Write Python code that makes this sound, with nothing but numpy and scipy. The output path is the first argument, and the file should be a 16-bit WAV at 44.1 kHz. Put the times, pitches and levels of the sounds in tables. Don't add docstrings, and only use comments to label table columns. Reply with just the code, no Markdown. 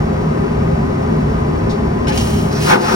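import sys
import numpy as np
from scipy import signal
from scipy.fft import rfft, irfft
from scipy.io import wavfile

SR = 44100
rng = np.random.default_rng(int(sys.argv[2]) if len(sys.argv) > 2 else 0)


def put_to_file(sound):
    columns = np.atleast_2d(sound).T
    safe = np.clip(columns, -1, 1)
    whole_steps = np.round(safe * 32767)
    wavfile.write(sys.argv[1], SR, whole_steps.astype(np.int16))


N = 130095
HZ = np.maximum(np.fft.rfftfreq(N, 1 / SR), 1)
TIME = np.arange(N) / SR


def from_db(db):
    return 10 ** (np.asarray(db) / 20)


def rms_one(x):
    return x / np.sqrt(np.mean(x ** 2) + 1e-20)


def in_time(rows):
    start_s, *columns = np.transpose(rows)
    return [np.interp(TIME, start_s, column) for column in columns]


def at_hz(points):
    hz, value = np.transpose(points)
    return np.interp(np.log(HZ), np.log(hz), value)


def drift(rate_hz):
    spectrum = rfft(rng.standard_normal(N))
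    return rms_one(irfft(spectrum / (1 + (HZ / rate_hz) ** 2), N))


def smooth(x, seconds):
    keep = np.exp(-1 / (seconds * SR))
    return signal.lfilter([1 - keep], [1, -keep], x)


def burst(start_s, attack_s, t60_s, hold_s=0):
    age = TIME - start_s
    fall_age = np.maximum(age - attack_s - hold_s, 0)
    return np.clip(age / attack_s, 0, 1) * np.exp(-np.log(1000) * fall_age / t60_s)


def shelf(x, split_hz, treble_db):
    low = irfft(rfft(x) / (1 + (HZ / split_hz) ** 4), N)
    return low + from_db(treble_db) * (x - low)


def at_ports(gain):
    # hz, coherence (held within 0 to 1)
    likeness = [(60, 1.06), (130, .999), (220, 1.3), (290, 0.45), (400, 0.45), (470, 0.95), (520, 0.55),
                (1000, 0.66), (1900, 0.31), (2800, 0.5265), (4000, 0.04), (5400, 1.2), (7000, 0.4),
                (9000, .5), (10000, 2), (12000, .7), (13500, 1), (15500, .95)]
    # hz, left_lead_rad
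    left_lead = [(250, -2), (430, -1.5), (510, -2), (700, -2.5), (1500, -2), (3000, -3), (4400, -4.5),
                 (5400, -5.5), (6200, -5), (8000, -2), (9800, -0.5), (11000, -0.4), (13000, 3.5),
                 (14300, 1.5), (16000, 6.2)]
    # hz, left_minus_right_db
    sides = [(110, 0), (200, -1.5), (290, 2), (390, 7.5), (700, 0), (1300, 4), (2400, 0), (5000, -0.8),
             (15000, 0)]
    in_phase_hz = 250
    shared, own = rfft(rng.standard_normal((2, N)))
    alike = np.clip(at_hz(likeness), 0, 1)
    lag = np.exp(-1j * at_hz(left_lead) * (HZ > in_phase_hz))
    right = alike * lag * shared + np.sqrt(1 - alike ** 2) * own
    pan = from_db(np.outer([.5, -.5], at_hz(sides)))
    pan = pan / np.hypot(*pan)
    return rms_one(irfft(np.array([shared, right]) * gain * pan, N))


def turbulence(spectrum, resonances=(), room=1):
    power = 1
    for hz, width_hz, lift_db in resonances:
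        bell = 1 / (1 + (2 * (HZ - hz) / width_hz) ** 2) ** 1.5
        power = power + (from_db(lift_db) ** 2 - 1) * bell
    return at_ports(from_db(at_hz(spectrum)) * np.sqrt(np.abs(power)) * room)


def walls():
    t60_s, treble_share_db, from_hz = 0.086, -2, 1350
    echoes = rfft(rng.standard_normal(N) * np.exp(-np.log(1000) * TIME / t60_s))
    share = from_db(treble_share_db) * HZ / np.hypot(HZ, from_hz)
    return np.abs(1 + share * echoes / np.std(echoes)) / np.hypot(1, share)


def tone(hz, width_hz, steady=False):
    line = at_ports(1 / (1 + (2 * (HZ - hz) / width_hz) ** 2))
    if not steady:
        return line
    envelope = np.sqrt(np.mean(np.abs(signal.hilbert(line)) ** 2, axis=0))
    return rms_one(line / envelope)


def moving_band(path, width_hz):
    hz, level_db = in_time(path)
    centre = np.mean(np.array(path)[:, 1])
    turn = np.exp(2j * np.pi * np.cumsum(hz - centre) / SR)
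    return from_db(level_db) * np.real(signal.hilbert(tone(centre, width_hz)) * turn)


def cabin():
    # hz, relative_db_per_hz
    air_spectrum = [(15, -18), (33, -21.5), (46, -9), (90, -6.5), (130, -6), (250, -6.5), (330, -10.5),
                    (460, -14.5), (650, -15), (1000, -17), (1400, -23), (1800, -28.5), (2300, -31),
                    (3000, -36), (4000, -41.5), (4700, -40), (6300, -44.5), (8000, -51), (10500, -56),
                    (15000, -57.5)]
    # hz, width_hz, lift_db
    cubicle = [(49, 6.5, 7.5), (69, 11.2, 4.5), (104.8, 10.4, 7), (143.4, 8.6, 10), (163.5, 10.5, 3.5),
               (214, 20, 7), (243, 26, 4), (283.6, 6.6, 4), (359.2, 22.4, 8.5), (397, 43, 8.5),
               (427, 18, 9), (524.7, 17.6, 6.5), (635, 35, 4), (715, 12, 6.5), (813, 38, 4), (964, 70, 1.5),
               (1224, 30, 4.5), (1490, 55, 3.5), (2400, 27, -7)]
    # start_s, treble_db
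    air_treble = [(0, -0.5), (.95, -0.5), (1.35, 0.1), (2, -0.5)]
    # start_s, swell_db
    fan_swell = [(0, 2), (.15, -4), (.28, 3), (.53, -5), (.7, 3), (1.05, -6), (2.95, -4)]
    # start_s, level_db
    drone_swell = [(0, -16), (.2, -30.5), (.27, -17.5), (.33, -27), (.56, -22.5), (.66, -18), (.77, -19.5),
                   (.83, -27.5), (1.1, -26.5), (1.19, -19), (1.3, -26), (1.6, -22.5), (2.24, -37),
                   (2.33, -18), (2.42, -22.5), (2.56, -26), (2.64, -16.5), (2.72, -23.5)]
    # start_s, level_db
    rumble_wander = [(0, -31), (.4, -30), (.6, -25.5), (1.03, -34), (1.15, -23.5), (1.5, -23), (1.75, -31),
                     (1.95, -27), (2.0, -24), (2.25, -21), (2.6, -33)]
    air_db, fan_db, split_hz = -16, -28.5, 2200
    ripple_share = 0.56
    treble_db, = in_time(air_treble)
    swell_db, = in_time(fan_swell)
    drone_db, = in_time(drone_swell)
    rumble_db, = in_time(rumble_wander)
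    air = shelf(turbulence(air_spectrum, cubicle, walls() ** ripple_share), split_hz, treble_db)
    fan = from_db(fan_db + swell_db) * tone(407.6, width_hz=4.8, steady=True)
    drone = from_db(drone_db) * tone(158.5, width_hz=21.7, steady=True)
    rumble = from_db(rumble_db) * tone(70.3, width_hz=14, steady=True)
    return from_db(air_db) * air + fan + drone + rumble


def swish():
    # hz, relative_db_per_hz
    swish_spectrum = [(1200, -20), (2500, -11), (3600, 6.5), (5300, 4), (7500, -8), (11000, -19),
                      (15000, -26)]
    level_db = -32.5
    envelope = burst(1.69, attack_s=0.017, t60_s=0.21)
    return from_db(level_db) * envelope * turbulence(swish_spectrum)


def whistles():
    # start_s, length_s, pitch_hz, glide_hz_per_s, level_db
    whistle_rows = [(1.962, 0.09, 1006, 300, -30), (2.067, 0.046, 5280, 0, -40),
                    (2.072, 0.065, 1507, 4505, -36), (2.085, 0.036, 848, 0, -25.5),
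                    (2.172, 0.015, 6370, 0, -35), (2.577, 0.06, 2525, 0, -36)]
    spread_hz, attack_s, t60_s = 23, 0.0029, 0.054
    out = 0
    for start_s, length_s, hz, glide, level_db in whistle_rows:
        turn = np.exp(1j * np.pi * glide * (TIME - start_s) ** 2)
        line = np.real(signal.hilbert(tone(hz, spread_hz)) * turn)
        out = out + from_db(level_db) * burst(start_s, attack_s, t60_s, length_s) * line
    return out


def rinse():
    # start_s, level_db, treble_db
    spit_rows = [(2.069, -18.5, -11), (2.08, -22.5, 0.5), (2.108, -20, -28), (2.121, -24.5, 0),
                 (2.173, -23, 6), (2.204, -26.5, 7)]
    # hz, relative_db_per_hz
    spit_spectrum = [(250, 7), (450, 9.5), (900, -22), (1600, -3), (2600, 1), (4000, -3.5), (6300, -4),
                     (8000, -10), (12000, -18.5), (15500, -31)]
    # start_s, level_db
    spray_flow = [(2.06, -80), (2.085, -33), (2.12, -44), (2.16, -28), (2.21, -29.5), (2.25, -30.5),
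                  (2.3, -29.5), (2.41, -33), (2.48, -37), (2.575, -45), (2.62, -26), (2.7, -22.5),
                  (2.75, -24), (2.785, -32), (2.84, -26), (2.95, -23.5)]
    # hz, relative_db_per_hz
    spray_spectrum = [(600, -20), (1800, 1), (2800, 4), (3700, -1.5), (5500, 1.5), (7500, -1.5),
                      (10000, -5.5), (12500, -8), (15500, -8)]
    # hz, width_hz, lift_db
    water_rings = [(2200, 59, 8.5), (6260, 190, -1.5)]
    # start_s, centre_hz, level_db
    nozzle_ring = [(2.06, 2200, -90), (2.073, 2200, -36), (2.09, 2200, -36), (2.1, 2200, -38),
                   (2.115, 2220, -34), (2.14, 2650, -34.5), (2.18, 3060, -36), (2.22, 2900, -33),
                   (2.25, 2900, -48), (2.5, 3300, -50), (2.6, 3300, -88)]
    spit_attack_s, spit_t60_s, spit_split_hz = 0.0029, 0.16, 2900
    rough_db, rough_hz = 1, 120
    flow_db, = in_time(spray_flow)
    room = walls()
    spray = from_db(flow_db) * turbulence(spray_spectrum, water_rings, room)
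    water = spray + moving_band(nozzle_ring, width_hz=410)
    for start_s, level_db, treble_db in spit_rows:
        spit = shelf(turbulence(spit_spectrum, water_rings, room), spit_split_hz, treble_db)
        water = water + from_db(level_db) * burst(start_s, spit_attack_s, spit_t60_s) * spit
    return water * from_db(rough_db * drift(rough_hz))


def valve():
    # start_s, level_db
    valve_flow = [(2.47, -61), (2.525, -33), (2.58, -30), (2.65, -30.5), (2.7, -22.5), (2.75, -24),
                  (2.79, -26), (2.86, -18), (2.95, -21)]
    # hz, relative_db_per_hz
    hiss_spectrum = [(700, -10), (1500, 10.5), (2300, -3), (2650, 0), (3000, -7), (3500, -1.5), (3900, 1.5),
                     (5200, 3.5), (6000, 1), (7000, -7), (9500, -12), (15500, -15)]
    # hz, width_hz, lift_db
    hiss_rings = [(2566, 60, 8.5), (3950, 40, 4), (6600, 100, 5), (7600, 120, 4)]
    # start_s, centre_hz, level_db (relative to the hiss)
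    gap_ring = [(2.52, 5140, -5), (2.565, 5596, -4.5), (2.6, 5150, -10), (2.65, 4850, 0), (2.69, 5395, -6),
                (2.76, 5100, -13), (2.83, 4830, -8), (2.88, 5320, -8.5), (2.95, 5500, -4)]
    rough_db, rough_hz = 1.1, 40
    flow_db, = in_time(valve_flow)
    hiss = turbulence(hiss_spectrum, hiss_rings, walls()) + moving_band(gap_ring, width_hz=1000)
    return from_db(flow_db + rough_db * drift(rough_hz)) * hiss


def suction():
    # start_s, level_db, treble_db
    suction_flow = [(2.56, -63, -3), (2.655, -21, -4), (2.685, -15.5, 5), (2.715, -7.5, 3.5),
                    (2.735, -3, 1.5), (2.757, -3, -1), (2.777, -5, -11), (2.835, -8, -7), (2.855, -4.5, -4),
                    (2.875, -7.5, 0), (2.92, -4.5, -1), (2.95, -5, -4)]
    # hz, relative_db_per_hz
    roar_spectrum = [(90, -16), (180, -1), (280, 2), (600, -2), (800, 1), (1100, 0.5), (1550, -2.5),
                     (1900, -6), (2550, -12.5), (2950, -22), (3400, -14), (6000, -37), (12000, -49)]
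    # hz, width_hz, lift_db
    bowl = [(210.5, 22, 15), (382.5, 28, 14), (505, 16, 12), (718, 22, 9.5), (864, 47, 12), (1040, 23, 5),
            (1224, 39, 9), (1394, 35, 7), (1480, 24, 4), (1550, 18, 4), (1533, 20, 10), (1850, 22, 6),
            (2140, 30, 10), (2297, 30, 4), (2530, 30, 9), (2840, 24, 18)]
    # start_s, pitch_hz, level_db
    slugs = [(2.695, 1540, -20), (2.707, 850, -13), (2.713, 1480, -10), (2.717, 2200, -15),
             (2.726, 810, -5), (2.741, 1520, -8), (2.757, 920, -10), (2.758, 204.2, -5), (2.806, 388, -9),
             (2.85, 870, -14.5), (2.881, 1246, -6.5), (2.918, 870, -9)]
    split_hz, rough_db, rough_hz = 1200, 1, 130
    slug_attack_s, slug_t60_s, slug_width_share = 0.003, 0.091, 0.12
    flow_db, treble_db = in_time(suction_flow)
    roar = from_db(flow_db) * shelf(turbulence(roar_spectrum, bowl), split_hz, treble_db)
    for start_s, hz, level_db in slugs:
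        knock = burst(start_s, slug_attack_s, slug_t60_s) * tone(hz, slug_width_share * hz, steady=True)
        roar = roar + from_db(level_db) * knock
    return roar * from_db(rough_db * drift(rough_hz))


def scene():
    return cabin() + swish() + whistles() + rinse() + valve() + suction()


def record(dry):
    limit_db, sense_s, attack_s, release_db_per_s = -12.5, 0.03, 0.021, 11
    cutoff_hz = 15800
    power = smooth(np.mean(dry ** 2, axis=0), sense_s)
    level_db = 10 * np.log10(power + 1e-12)
    fall = release_db_per_s * TIME
    excess_db = np.maximum(level_db - limit_db, 0)
    cut_db = np.maximum.accumulate(excess_db + fall) - fall
    held = dry * from_db(-smooth(cut_db, attack_s))
    rounded = held / (1 + held ** 8) ** (1 / 8)
    eased = rounded * np.minimum(TIME / .003, 1)
    top_cut = signal.cheby1(14, .1, cutoff_hz, fs=SR, output="sos")
    return signal.sosfilt(top_cut, eased)


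dry = scene()
out = record(dry)
put_to_file(out)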